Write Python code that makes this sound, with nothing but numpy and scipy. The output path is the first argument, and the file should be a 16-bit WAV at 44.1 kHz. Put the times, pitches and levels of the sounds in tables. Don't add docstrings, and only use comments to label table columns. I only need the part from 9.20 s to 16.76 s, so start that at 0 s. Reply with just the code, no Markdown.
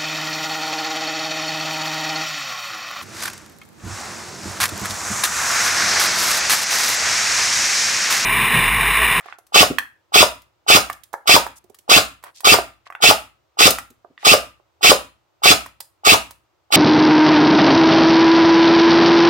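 import sys
import numpy as np
from scipy import signal
from scipy.fft import rfft, irfft
from scipy.io import wavfile
from scipy.ndimage import uniform_filter1d

SR = 44100
rng = np.random.default_rng(int(sys.argv[2]) if len(sys.argv) > 2 else 0)


def generate_wav(sig):
    pcm = np.round(np.clip(np.atleast_2d(sig).T, -1, 1) * 32767).astype(np.int16)
    wavfile.write(sys.argv[1], SR, pcm)


N = 333378


def undb(db):
    return 10 ** (np.asarray(db, float) / 20)


def add(track, start_s, sound):
    i = max(int(start_s * SR), 0)
    part = track[..., i:i + sound.shape[-1]]
    part += sound[..., :part.shape[-1]]


def ring(modes, push_s, rise_s=.0001):
    t = np.arange(int(.5 * SR)) / SR
    sines = sum(undb(db) * np.sin(2 * np.pi * hz * t) * 1000 ** (-t / t60) for hz, db, t60 in modes)
    attack = (1 - np.exp(-t / rise_s)) ** 2
    push = np.hanning(int(push_s * SR) + 3)
    y = np.convolve(sines * attack, push)[:len(t)]
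    return y / np.abs(y).max()


def burst(t60_s, low_hz, rise_s=.0001):
    t = np.arange(int(.05 * SR)) / SR
    x = rng.standard_normal(len(t)) * 1000 ** (-t / t60_s) * (1 - np.exp(-t / rise_s)) ** 2
    return signal.sosfilt(signal.butter(2, low_hz, "high", fs=SR, output="sos"), x)


def resonate(x, peaks):
    return sum(undb(db) * signal.lfilter(*signal.iirpeak(hz, hz / width, fs=SR), x)
               for hz, width, db in peaks)


def shaped_noise(hz, db, count):
    bins_hz = np.maximum(np.fft.rfftfreq(count, 1 / SR), 1)
    gain = undb(np.interp(np.log(bins_hz), np.log(hz), db))
    x = irfft(rfft(rng.standard_normal(count)) * gain, count)
    return x / x.std()


# (frequency [Hz], relative density [dB])
AIR_SPECTRUM = [(18, -36), (30, -4), (90, 5.5), (239, -15), (328, 3), (437, -6), (540, -1), (889, -3),
                (1280, -4), (1670, -11.5), (2830, -13), (5000, -17.5), (7270, -21.5), (10800, -32.5),
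                (14400, -23.5), (16000, -30)]


def room_air():
    hz, db = np.transpose(AIR_SPECTRUM)
    mid, side = shaped_noise(hz, db, N), shaped_noise(hz, db, N)
    return undb(-69) * (mid + .8 * side * np.array([[1], [-1]]))


# (centre [Hz], t60 [s], relative level [dB], left-right likeness [0-1])
TAIL_BANDS = [(91.5, 0.53, -20.5, 0.5), (270, 0.25, -8.5, 0), (650, .21, -5.5, 1), (1690, 0.29, -8, 0),
              (4910, 0.19, -8.5, 1), (9700, 0.25, -7, 0)]
# (left delay [s], right delay [s], gain [dB])
ECHOES = [(.0027, .0026, -5), (.0052, .0047, -7), (.0096, .0101, -8), (.0203, .0198, -13)]


def room(x):
    t = np.arange(int(.6 * SR)) / SR
    response = 0
    for hz, t60, db, alike in TAIL_BANDS:
        band_hz = [hz / 5, hz / 2.6, hz, hz * 2.6, hz * 5]
        mid, side = (shaped_noise(band_hz, [-50, -14, 0, -14, -50], len(t)) for _ in range(2))
        pair = np.sqrt(1 + alike) * mid + np.sqrt(1 - alike) * side * np.array([[1], [-1]])
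        response += undb(db) * np.sqrt(hz / SR) * pair * 1000 ** (-t / t60)
    response *= np.clip(t / .0013, 0, 1) * undb(-20)
    for left_s, right_s, db in ECHOES:
        response[[0, 1], [int(left_s * SR), int(right_s * SR)]] += undb(db)
    return signal.fftconvolve(x[None], response, axes=1)[:, :N]


# (time [s], length [s], level [dB], centre [Hz], width [Hz])
WASHES = [(0, 0.17, -45, 1330, 2550), (2.354, 0.04, -45, 8300, 7040), (3.025, 0.093, -43, 1000, 1500),
          (3.141, 0.068, -43, 4930, 5930), (3.653, 0.035, -48, 2215, 3140), (4.978, 0.2, -43.5, 2400, 4110)]


def noise_washes():
    out = np.zeros((2, N))
    for start_s, length_s, db, hz, width_hz in WASHES:
        count = int(length_s * SR)
        grains = np.repeat(undb(3 * rng.standard_normal(count // 64 + 1)), 64)[:count]
        noise = grains * rng.standard_normal((2, count)) * np.sqrt(np.hanning(count))
        band = [(hz, width_hz, 0)]
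        wash = resonate(resonate(noise, band), band) * np.sqrt(SR / width_hz / np.pi)
        add(out, start_s, undb(db) * wash)
    return out


# (time [s], ring [dB], pitch [Hz], tick [dB], left minus right [dB])
TAPS = [(.006, -29, 1260, -37.5, 1), (.042, -43, 1420, -65, 13.5), (.057, -31, 747, -44, -12),
        (0.084, -27, 1170, -71, -8), (0.124, -21, 1414, -53, -7), (.184, -39.5, 720, -36.5, -14.5),
        (0.266, -54.5, 1123, -38.5, 6), (.502, -11, 270, -52, -1), (0.5837, -2.5, 1750, -12, -11),
        (1.217, -69, 1015, -36.5, 0), (1.698, -11, 1185, -20, -5.5), (1.727, -41.5, 1183, -22, -9),
        (1.834, -48.5, 3240, -33.5, -24.5), (1.929, -29, 780, -25, -14.5), (1.938, -10.5, 900, -29.5, -5),
        (2.264, -16.5, 898, -25, -10.5), (2.368, -71.5, 1114, -36, 4), (2.44, -47, 357, -45, -11.5),
        (2.497, -41, 407, -43, -14.5), (2.544, -44, 1220, -29.5, 3.1), (2.586, -60.5, 336, -34, -16.5),
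        (2.69, -11, 516, -45, -3.5), (3.026, -44.5, 1200, -40, -9.5), (3.037, -25.5, 1000, -23.5, -6),
        (3.064, -36.5, 1083, -45, -15.5), (3.157, -63, 3305, -43, -8.5), (3.204, -34.5, 1000, -23.5, -12),
        (3.384, -4.5, 650, -26, -5.5), (3.666, -30, 1100, -59, 2.5), (3.7006, -22.5, 1125, -40, -5.5),
        (3.723, -27, 1330, -44.5, -7), (3.75, -16.5, 1440, -40, -0.5), (4.504, -21, 275, 3.5, 4.8),
        (4.584, -12.5, 1333, -16.5, -2.1), (4.702, -43.5, 249.7, -34.5, -2.5), (4.845, -33, 653, -66, -12),
        (4.901, -45, 269, -73, -3.5), (4.977, -28.5, 1910, -63, -5), (5.028, -29, 2030, -45, -3.5),
        (5.396, -49, 580, -74.5, -17), (6.46, -24, 1014, -26.5, -2), (6.6029, -31, 910, -14.5, -6.5),
        (7.107, -32, 973, -23.5, -4)]
# (frequency / pitch [ratio], relative level [dB])
TAP_MODES = [(0.619, -8.5), (1, -1), (1.47, -7), (1.86, -7), (2.401, -14)]


def pellet_taps():
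    out = np.zeros((2, N))
    for start_s, ring_db, hz, tick_db, pan_db in TAPS:
        pan = undb([[pan_db / 2], [-pan_db / 2]])
        modes = [(ratio * hz, db, 13 / hz) for ratio, db in TAP_MODES]
        add(out, start_s, undb(ring_db) * pan * ring(modes, push_s=.35 / hz, rise_s=.0014))
        add(out, start_s, undb(tick_db) * pan * burst(t60_s=.022, low_hz=2490, rise_s=.0021))
    return out


# (frequency [Hz], relative level [dB], t60 [s])
TARGET_MODES = [(600, -1, .022), (790, -2, .014), (950, 0, .022), (1300, -6, .014), (3000, -12, .012)]


def target_hit():
    scatter = rng.standard_normal((len(TARGET_MODES), 2)) * [.06, 4]
    modes = [((1 + detune) * hz, db + offset_db, t60)
             for (detune, offset_db), (hz, db, t60) in zip(scatter, TARGET_MODES)]
    hit = ring(modes, push_s=.0004, rise_s=.0005)
    add(hit, 0, undb(-7.5) * burst(t60_s=.014, low_hz=2500))
    return hit


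PINION_TEETH = 11


def mesh_whine(teeth):
    phase = 2 * np.pi * teeth
    shaft = phase / PINION_TEETH
    lower_gain = .45 * undb(4.5 * rng.standard_normal())
    sidebands = lower_gain * np.sin(phase - shaft) + .19 * np.sin(phase + shaft)
    return np.sin(phase) + sidebands + .067 * np.sin(2 * phase)


def tooth_impacts(teeth):
    strength = undb(3.2 * rng.standard_normal(len(teeth))[teeth.astype(int)])
    pulses = .38 + np.exp(-(teeth % 1) / .31)
    return strength * pulses * rng.standard_normal(len(teeth))


MOTOR_ON_S, CUT_S, STOP_S = -.038, .064, .1
CATCH_HZ, TOP_HZ, SETTLE_S = 2113.5, 2916, .026
SPIN_UP_HZ_PER_S, COAST_HZ_PER_S = 40000, 43000
# (centre [Hz], width [Hz], relative gain [dB])
GEARBOX_PEAKS = [(645, 790, -12), (2395, 810, -2.5), (2877, 270, -1), (3486, 770, 2.5), (4120, 120, -6),
                 (4804, 250, -0.5), (6560, 150, -4), (9200, 3200, -30), (13800, 3900, -16)]
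GRIP_PEAKS = [(1270, 110, 0)]


def gears(lead_s):
    t = np.arange(MOTOR_ON_S, STOP_S, 1 / SR)
    before_s, driven_s, coast_s = np.maximum(-t, 0), np.clip(t, 0, CUT_S), np.maximum(t - CUT_S, 0)
    tooth_hz = TOP_HZ - (TOP_HZ - CATCH_HZ) * np.exp(-driven_s / SETTLE_S)
    tooth_hz = tooth_hz - SPIN_UP_HZ_PER_S * before_s - COAST_HZ_PER_S * coast_s
    wobble = .1 * uniform_filter1d(rng.standard_normal(len(t)), size=100)
    teeth = np.cumsum(tooth_hz * (1 + wobble)) / SR + PINION_TEETH * rng.random()
    spring_load = np.exp(-.5 * ((t - .026) / .013) ** 2)

    impacts = tooth_impacts(teeth)
    rattle = resonate(impacts, GEARBOX_PEAKS) + .083 * impacts
    rattle_db = np.maximum(-9 - 328 * before_s - 2997 * coast_s, -45.5)
    buzz = resonate(impacts, GRIP_PEAKS)
    buzz_db = -13.5 - 251 * before_s - 804 * coast_s - 18.5 * spring_load
    housing = undb(rattle_db) * rattle / rattle.std() + undb(buzz_db) * buzz / buzz.std()

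    swell = np.clip((t - MOTOR_ON_S) / .014, 0, 1) ** 2
    slack_db = -17 * np.clip((-lead_s - t) / .0042 + .5, 0, 1)
    return swell * undb(slack_db) * housing + undb(-7.5) * spring_load * mesh_whine(teeth)


TRIGGER_S, SPRING_S, SLAM_S, MUZZLE_S, REBOUND_S, TARGET_S = -.038, .031, .0483, .0568, .0603, .0697
# (frequency [Hz], relative level [dB], t60 [s])
TRIGGER_MODES = [(800, 0, .015), (1250, -10, .02), (2900, -14, .01), (5000, -18, .01)]
RECEIVER_MODES = [(540, -14, 0.01), (734, 2.5, .018), (1250, -5.5, .018), (2680, -10, .01),
                  (3600, -13.5, .01)]
CYLINDER_MODES = [(200, -11, .06), (290, -5.5, 0.054), (426, -4.5, 0.01), (790, -4.5, 0.0079)]
STAND_MODES = [(59.8, -9, 0.45), (69.5, -4, 0.26), (98, 1, 0.087), (195, -12, 0.033)]
# (catch time [s], gear lead [s], trigger [dB], catch [dB], slam [dB], muzzle [dB], target [dB])
SHOTS = [(0.359, 0.017, -27, 1.5, -4.5, -10, -2), (0.9579, 0.019, -25.5, 1, -5.5, -19, 1.5),
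         (1.5017, 0.02, -25, 1, -4.5, -7, -3), (2.0943, 0.021, -28, 1, -5.5, -12.5, 2.1),
         (2.7161, .022, -25.5, 1.5, -5.5, -14, -11), (3.2712, 0.027, -27.5, -1, -4.5, -9, 0),
         (3.8407, 0.018, -27.5, 1.5, -7.5, -27, 0.5), (4.408, 0.02, -27, -2.4, -4, -3, -7),
         (5.0686, 0.021, -24, 0.5, -5.5, -27, 0), (5.6468, 0.018, -28, -0.5, -6.5, -26, 1.4),
         (6.2569, 0.022, -25, 1.5, -5, -30, -13), (6.8722, 0.024, -28.5, 1, -5.5, -21, -4.5),
         (7.5417, 0.02, -25, -4, -7, -13, -8)]


def rifle():
    gun, hits = np.zeros(N), np.zeros(N)
    click = ring(TRIGGER_MODES, push_s=.0004, rise_s=.0011)
    knock = ring(RECEIVER_MODES, push_s=.0002)
    slam = -ring(CYLINDER_MODES, push_s=.0006)
    shudder = ring(STAND_MODES, push_s=.0013)
    for catch_s, lead_s, trigger_db, catch_db, slam_db, muzzle_db, target_db in SHOTS:
        add(gun, catch_s + TRIGGER_S, undb(trigger_db) * click)
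        add(gun, catch_s + MOTOR_ON_S, gears(lead_s))
        add(gun, catch_s, undb(catch_db) * knock)
        add(gun, catch_s + SPRING_S, undb(slam_db - 16.5) * shudder)
        add(gun, catch_s + SLAM_S, undb(slam_db) * (slam + undb(-18) * shudder))
        add(gun, catch_s + MUZZLE_S, undb(muzzle_db) * burst(t60_s=.013, low_hz=4000))
        add(gun, catch_s + REBOUND_S, undb(slam_db + 1.5) * knock)
        add(hits, catch_s + TARGET_S, undb(target_db) * target_hit())
    return gun, hits


def scene():
    gun, hits = rifle()
    taps = pellet_taps()
    delayed = np.pad(gun, (16, 0))[:N]
    gun_left = undb(-4.5) * signal.lfilter([1], [1, -.25], delayed)
    direct = np.array([gun_left, gun]) + hits + taps
    tap_reverb = room(undb(-8.5) * taps.mean(axis=0))
    shot_reverb = room(.6 * gun + .48 * hits)
    return direct + tap_reverb + shot_reverb + room_air() + noise_washes()


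def record(dry):
    low_cut = signal.butter(4, 62, "high", fs=SR, output="sos")
    high_cut = signal.ellip(8, .2, 60, 15900, fs=SR, output="sos")
    clipped = np.clip(signal.sosfilt(low_cut, dry), -1, 1)
    return signal.sosfilt(high_cut, clipped)


dry = scene()
out = record(dry)
generate_wav(out)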